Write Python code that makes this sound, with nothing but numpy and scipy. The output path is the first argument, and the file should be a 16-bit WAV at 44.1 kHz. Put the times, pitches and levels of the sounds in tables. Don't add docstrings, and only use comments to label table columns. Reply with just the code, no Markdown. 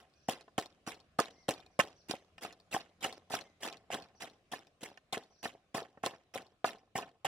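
import sys
import numpy as np
from scipy import signal
from scipy.fft import rfft, irfft, next_fast_len
from scipy.io import wavfile
from scipy.ndimage import uniform_filter1d

SR = 44100
rng = np.random.default_rng(int(sys.argv[2]) if len(sys.argv) > 2 else 0)


def gain_from_db(level_db):
    decades = np.asarray(level_db, float) / 20
    return 10 ** decades


def digitize_waveform(pressure):
    field = np.atleast_2d(pressure).T
    bounded = np.clip(field, -1, 1)
    quanta = np.round(bounded * 32767).astype(np.int16)
    wavfile.write(sys.argv[1], SR, quanta)


N = 320600

# start_s, deepest_s, entry_db (above the deepest point), crush_db, grind_db (above crush_db)
STROKES = [(0, -0.014, -4, -69.5, 10.5), (0.283, 0.31, 5.5, -50, -2), (0.579, 0.589, 16, -50.5, -2),
           (0.864, 0.892, -3, -52, -2), (1.186, 1.189, 9, -42.5, -4.5), (1.482, 1.481, 2.5, -41.5, -7.5),
           (1.79, 1.801, 8, -45, -1), (2.084, 2.11, -8, -51, -20), (2.409, 2.435, -17.5, -49.5, -1),
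           (2.71, 2.751, -11.5, -47, -5.5), (3.005, 3.048, -22, -44, -2), (3.298, 3.347, -13.5, -46.5, -1),
           (3.604, 3.652, -20.5, -46, 2.5), (3.904, 3.934, -22, -46.5, 7.5), (4.2, 4.223, -10.5, -52.5, 4),
           (4.515, 4.533, -1.5, -52.5, -2.5), (4.807, 4.839, -19, -52.5, -6.5), (5.125, 5.137, 5, -48.5, 1),
           (5.428, 5.458, 1.5, -53, -1.5), (5.742, 5.772, 3.5, -51, 9), (6.03, 6.057, -12.5, -48.5, 4),
           (6.337, 6.347, -9, -49.5, 5), (6.65, 6.675, -0.5, -50, 3), (6.952, 6.978, -2, -50, 8.5),
           (7.246, 7.21, 7, -44.5, 6)]
# pitch_hz, level_db, t60_s
BOWL_MODES = [(450, 0.5, 0.034), (547, 4, 0.031), (681, 4, 0.051), (741.5, 8, 0.037), (843.5, -14, 0.12),
              (1043.4, 2.5, 0.048), (1279.5, -2.5, 0.049), (1505, -6, 0.053), (1777, -4, 0.04),
              (1950, -5.5, 0.01), (2480, -19, 0.035), (2787, -14, 0.035), (3120, -20.5, 0.025)]
# pitch_hz, level_db, t60_s
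PLANK_MODES = [(117, -10, 0.033), (203, -3.5, 0.02), (255.3, 12.5, 0.019), (307.6, -1, 0.059)]


def evened(x):
    return x / np.sqrt(np.mean(x ** 2) + 1e-20)


def read(points, hz):
    point_hz, value = np.transpose(points)
    return np.interp(np.log(hz + 1), np.log(point_hz + 1), value)


def coloured(x, points, factor=1):
    length = x.shape[-1]
    size = next_fast_len(length)
    gain = gain_from_db(factor * read(points, np.fft.rfftfreq(size, 1 / SR)))
    return irfft(rfft(x, size) * gain, size)[..., :length]


def add(mix, start_s, sound):
    part = mix[..., round(start_s * SR):][..., :sound.shape[-1]]
    part += sound[..., :part.shape[-1]]


def ring(modes, strike_db=0, detune=1, rise=0.00071):
    pitch_hz, level_db, t60_s = np.transpose(modes)[:, :, None]
    t = np.arange(SR // 3) / SR
    decay = gain_from_db(level_db + strike_db - 60 * t / t60_s)
    sound = (decay * np.sin(2 * np.pi * pitch_hz * detune * t)).sum(0)
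    sound = sound * (1 - np.exp(-t / rise))
    return sound / abs(sound).max()


def crackle(per_s, spread_db, hiss):
    size = gain_from_db(spread_db * np.minimum(rng.exponential(1, N), 4)) * rng.standard_normal(N)
    clicks = size * (rng.random(N) < per_s / SR)
    return evened(clicks) + hiss * rng.standard_normal(N)


def snaps(count, seconds):
    t = np.arange(SR // 3) / SR
    spectrum = [(600, -14.5), (2500, -2), (5000, 0.5), (16000, -21)]  # pitch_hz, level_db
    noise = coloured(rng.standard_normal((count, len(t))), spectrum)
    return noise * np.exp(-t / seconds)


def pressure(fade, grinding):
    release_db_per_s, lift_db, lift_s = 259, 4.5, 0.045
    out, t = np.zeros(N), np.arange(SR // 2) / SR
    for start_s, deepest_s, entry_db, crush_db, grind_db in STROKES:
        press_s = max(deepest_s - start_s, .002)
        after_s = np.maximum(t - press_s, 0)
        released_db = release_db_per_s * after_s + lift_db * (1 - np.exp(-after_s / lift_s))
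        shape_db = entry_db * np.maximum(1 - t / press_s, 0) - fade * released_db
        bite = 1 - np.exp(-t / 0.0015)
        add(out, start_s, gain_from_db(crush_db + grinding * grind_db + shape_db) * bite)
    return out


def crushing():
    # pitch_hz, width_hz, level_db, fade (factor on the stroke's release)
    bit_sizes = [(456, 463, -1.5, 0.59), (1060, 1600, 0.5, 0.89), (2360, 2120, -1, 1.04),
                 (3720, 3600, -9.5, 0.71), (5300, 7200, -5, 1.4), (7800, 9000, -1, 1.59),
                 (9700, 1200, -11, 1.2), (13500, 3300, -32, 1.7)]
    clumps = gain_from_db(2.5 * evened(uniform_filter1d(rng.standard_normal(N), size=200)))
    seeds = crackle(500, spread_db=3.5, hiss=0)
    pulp = 0
    for pitch_hz, width_hz, level_db, fade in bit_sizes:
        bursts = crackle(2500, spread_db=2.8, hiss=.6) + .8 * seeds
        edges_hz = [pitch_hz - width_hz / 2, pitch_hz + width_hz / 2]
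        bits = signal.lfilter(*signal.butter(2, edges_hz, "band", fs=SR), bursts)
        pulp = pulp + gain_from_db(level_db) * evened(bits) * pressure(fade, grinding=0)
    shoves = pressure(.75, grinding=1) * crackle(600, spread_db=2.5, hiss=.5)
    rocking = crackle(70, spread_db=2.8, hiss=.03)
    shoves += gain_from_db(-15.0) * pressure(0.29, grinding=0.35) * rocking
    soft_db = -5.0 * np.log2(np.array(BOWL_MODES)[:, :1] / 700)
    body = ring(BOWL_MODES, soft_db) + gain_from_db(-8.0) * ring(PLANK_MODES)
    return clumps * pulp + signal.oaconvolve(shoves, body / np.linalg.norm(body))[:N]


def murmur():
    # pitch_hz, level_db
    spectrum = [(18, -39), (30, -11.5), (86, 3.5), (454, -6), (730, -3.5), (902, -24.5), (1030, -9),
                (1990, -15), (2460, -12.5), (4390, -19.5), (10800, -30.5), (16400, -55)]
    # time_s, level_db
    swell = [(0, -14.5), (2, -14.5), (4, -14.5), (7.3, -19.5)]
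    # pitch_hz, likeness (0-1)
    likeness = [(60, 0.96), (600, 0.82), (2000, 0.01), (8000, 0.06)]
    frames, hz = N // 256 + 5, np.fft.rfftfreq(1024, 1 / SR)
    a, b, c, d, patches = rng.standard_normal((frames, 513, 5)).T
    patches = uniform_filter1d(patches, size=10, axis=0)
    patches = evened(uniform_filter1d(patches, size=14, axis=1))
    same = np.clip(read(likeness, hz), -1, 1)[:, None]
    left = a + 1j * b
    right = same * left + np.sqrt(1 - same ** 2) * (c + 1j * d)
    bins = np.array([left, right]) * gain_from_db(read(spectrum, hz)[:, None] + 2 * patches)
    wash = evened(signal.istft(bins, nperseg=1024, noverlap=768)[1][:, :N])
    return gain_from_db(-57.5 + np.interp(np.arange(N) / SR, *np.transpose(swell))) * wash


def engine():
    # time_s, pitch_hz, level_db
    drone = [(0, 73.5, -78), (1.199, 79, -82.5), (2.501, 88.6, -78), (3.4, 86.7, -76), (3.701, 83.7, -85.5),
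             (7.3, 83, -99)]
    t = np.arange(N) / SR
    time_s, pitch_hz, level_db = np.transpose(drone)
    waver = evened(uniform_filter1d(rng.standard_normal(N), size=4000))
    turns = np.cumsum(np.interp(t, time_s, pitch_hz) * (1 + .025 * waver)) / SR
    note = np.sin(2 * np.pi * turns) + np.sin(4 * np.pi * turns)
    return gain_from_db(np.interp(t, time_s, level_db)) * note


def rattles():
    # start_s, level_db
    clear_hops = [(0.1376, -64), (0.409, -46.5), (0.5881, -26), (0.624, -39), (0.6584, -44), (0.7023, -67),
                  (0.9433, -45.5), (1.0006, -51.5), (1.201, -22), (1.256, -42.5), (1.3074, -58),
                  (1.5083, -24), (1.5376, -39), (1.6012, -56), (1.6627, -54.5), (1.8038, -27),
                  (1.8589, -63), (2.1105, -27.5), (2.1655, -52), (2.381, -48.5), (2.5256, -41),
                  (2.6, -53.5), (2.7382, -33.5), (2.806, -50.5), (3.044, -32.5), (3.126, -37),
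                  (3.1444, -55), (3.3336, -37.5), (3.3467, -46), (3.41, -41), (3.7266, -40),
                  (3.7698, -51.5), (4.0222, -48.5), (4.0427, -57.5), (4.0855, -65), (4.298, -58),
                  (4.6698, -55), (4.974, -53.5), (5.129, -30.5), (5.236, -57), (5.7746, -58),
                  (5.8277, -50.5), (6.0616, -23.5), (6.4198, -50), (6.4657, -59.5), (6.6794, -63),
                  (6.706, -47), (6.7494, -63.5), (6.784, -60), (7.0904, -62)]
    # pitch_hz, level_db, t60_s
    knife_modes = [(2480, -6, .02), (3700, -3, .015), (4300, 0, .018), (4750, -2, .012), (5150, -2, .015),
                   (5700, -5, .012)]
    # start_s, pitch_hz, level_db
    singing = [(0.139, 2480, -85), (.3, 5000, -71), (1.539, 2430, -70), (2.109, 6200, -74),
               (3.049, 6100, -73), (3.351, 6150, -72), (5.139, 5300, -84)]
    out = np.zeros((2, N))
    nudge = ring(BOWL_MODES, -3 * np.log2(np.array(BOWL_MODES)[:, :1] / 700))
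    hops = clear_hops + [(stroke[0] + rng.uniform(0.077, 0.11), -68.5) for stroke in STROKES[:-1]]
    chance = rng.standard_normal((len(hops), 3, len(knife_modes), 1))
    for (start_s, level_db), (strength, bend, angle), snap in zip(hops, chance, snaps(len(hops), .0015)):
        clink_db = -2 - .5 * max(level_db + 48.5, 0)
        clink = ring(knife_modes, 2.5 * strength, 1 + 0.0077 * bend)
        hop = gain_from_db(clink_db) * clink + 0.8 * snap + gain_from_db(-6.5) * nudge
        gap_s = .008 + .001 * angle[2, 0]
        for bounce in range(3):
            side_db = level_db - 9 * bounce + 1.5 * angle[:2]
            add(out, start_s + bounce * gap_s, gain_from_db(side_db) * hop)
    for start_s, pitch_hz, level_db in singing:
        add(out, start_s, gain_from_db(level_db) * ring([(pitch_hz, 0, .45)], rise=.005))
    return out


def birds():
    # start_s, level_db
    cheeps = [(0.149, -77.5), (0.223, -74), (1.302, -74.5), (1.374, -72.5), (1.702, -80.5), (1.952, -71.5),
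              (2.028, -81), (4.148, -71.5), (4.289, -85.5), (5.298, -74.5), (5.377, -70.5)]
    # delay_s, length_s, start_hz, turn_hz, end_hz, level_db (to the cheep)
    voices = [(0, 0.032, 3995, 5990, 5650, -2), (0.02, .05, 3670, 5890, 3620, -0.2)]
    # start_s, length_s, start_hz, turn_hz, end_hz, level_db
    whistles = [(1.328, .16, 1790, 2140, 1830, -78.5), (3.446, .067, 2170, 2110, 1950, -76),
                (6.218, .1, 4200, 4040, 3400, -92)]
    out = np.zeros(N)
    notes = [(start_s + delay_s, *shape, level_db + voice_db)
             for start_s, level_db in cheeps for delay_s, *shape, voice_db in voices]
    for start_s, length_s, start_hz, turn_hz, end_hz, level_db in notes + whistles:
        u = np.linspace(0, 1, round(length_s * SR))
        before_turn = u < .35
        bend = np.where(before_turn, 1 - u / .35, (u - .35) / .65) ** 1.4
        hz = turn_hz - np.where(before_turn, turn_hz - start_hz, turn_hz - end_hz) * bend
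        rough_hz = hz + 150 * rng.standard_normal(len(u))
        tone = np.sin(2 * np.pi * np.cumsum(rough_hz) / SR)
        add(out, start_s, gain_from_db(level_db) * signal.windows.tukey(len(u), .2) * tone)
    tail = rng.standard_normal((2, 8000)) * np.exp(-np.arange(8000) / SR / .05)
    echoes = signal.oaconvolve(out[None], tail / np.linalg.norm(tail[0]), axes=1)[:, :N]
    return out + gain_from_db(3.0) * echoes


def knocks():
    # start_s, level_db, thud_db (to level_db), hardness (dB per octave)
    blows = [(0.2871, -17.5, -8, -5), (0.4796, -45.5, -20, 0), (0.5816, -18, -6, -3.5),
             (0.8745, -28, -3.5, -5.5), (1.1896, -13.5, -10, 1.5), (1.2041, -20, -36, -15),
             (1.4871, -17.5, -8.5, -8), (1.792, -12.5, -10, -2.5), (1.7977, -16, -22, 7),
             (2.0966, -43.5, 14, 6.5), (2.1108, -37, -25, -16), (2.1378, -28, -11, -10.5),
             (2.3802, -39.5, -26, 13), (2.449, -30, -11, -7), (2.7267, -34.5, -13, 36),
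             (2.7443, -19.5, -11, -0.5), (2.764, -22.5, -40, -4), (3.0465, -23.5, -10.5, 9.5),
             (3.0607, -25, -27, -7), (3.3055, -31, -12.5, -2.5), (3.3391, -19, -15, -4.5),
             (3.652, -33.5, -10, 8), (3.903, -28, -22, 2.5), (3.9465, -26, -10.5, 0), (4.5219, -46, 2, -9),
             (4.5347, -26, -19, -3), (4.8289, -43.5, 3.5, 0), (4.9158, -43.5, -14.5, -11),
             (4.974, -50.5, -16.5, 7), (5.1294, -37.5, -2.5, 3), (5.1721, -25, -17, -2.5),
             (5.4552, -23, -12, -3.5), (5.5505, -42.5, -30, -12.5), (5.747, -24, -6.5, 1),
             (5.7793, -25, -35, -1), (5.82, -32.5, -26, -15), (5.9741, -43, -8, -6.5),
             (6.037, -21, -12, -3.5), (6.0651, -20.5, -27, -2), (6.1354, -40.5, -20, -2),
             (6.3569, -29.5, -26.5, -17.5), (6.644, -14, -28, 6), (6.6762, -30.5, -25, 0),
             (6.9559, -24.5, -15.5, 10), (6.9858, -27.5, -35, 1), (7.0246, -38.5, -21, 13),
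             (7.2492, -20, -18.5, 2)]
    vary_db, vary_pitch = 4.5, 0.023
    out, pitch_hz = np.zeros(N), np.array(BOWL_MODES)[:, :1]
    chance = rng.standard_normal((len(blows), len(BOWL_MODES) + 1, 1))
    punch = 0.56 + 0.27 * np.exp(-np.arange(SR // 3) / SR / 0.003)
    for (start_s, level_db, thud_db, hardness), draw, crack in zip(blows, chance, snaps(len(blows), 0.017)):
        strike_db = hardness * np.log2(pitch_hz / 700) + vary_db * draw[1:]
        bowl = punch * ring(BOWL_MODES, strike_db, 1 + vary_pitch * draw[0])
        crack_db = -28.5 + 2 * min(hardness, 0)
        thud = gain_from_db(thud_db) * ring(PLANK_MODES, rise=.0015)
        add(out, start_s, gain_from_db(level_db) * (bowl + gain_from_db(crack_db) * crack + thud))
    return out


def near_echoes(x):
    # pitch_hz, level_db (to the direct sound)
    scatter = [(200, -17), (700, -12), (1500, 0), (3000, 5.5), (8000, 1.5), (15000, -4)]
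    step, out = np.arange(N) / SR / .011, x
    for path in range(16):
        taps = rng.standard_normal((2, 400)) * np.exp(-np.arange(400) / SR / .0005)
        taps = np.pad(taps / np.linalg.norm(taps[0]), ((0, 0), (100, 300)))
        taps = coloured(taps, scatter)[:, 90:]
        window = np.sqrt(np.maximum(1 - abs((step - path) % 16 - 1), 0))
        out = out + signal.oaconvolve(x * window, taps, axes=1)[:, :N]
    return out


def scene():
    no_bass = signal.butter(3, 105, "high", fs=SR, output="sos")
    mortar = signal.sosfilt(no_bass, crushing() + knocks())
    pair = np.array([np.roll(mortar, shift=2), mortar]) + rattles()
    return near_echoes(pair) + birds() + murmur() + engine()


def top_cut(x):
    return signal.sosfilt(signal.butter(12, 16570, fs=SR, output="sos"), x)


def record(dry):
    # pitch_hz, left_over_right_db
    lean = [(100, 0), (1000, 1), (2400, 0.5), (8000, -2.5), (15000, -1)]
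    pair = np.array([coloured(dry[0], lean, .5), coloured(dry[1], lean, -.5)])
    return top_cut(pair)


dry = scene()
out = record(dry)
digitize_waveform(out)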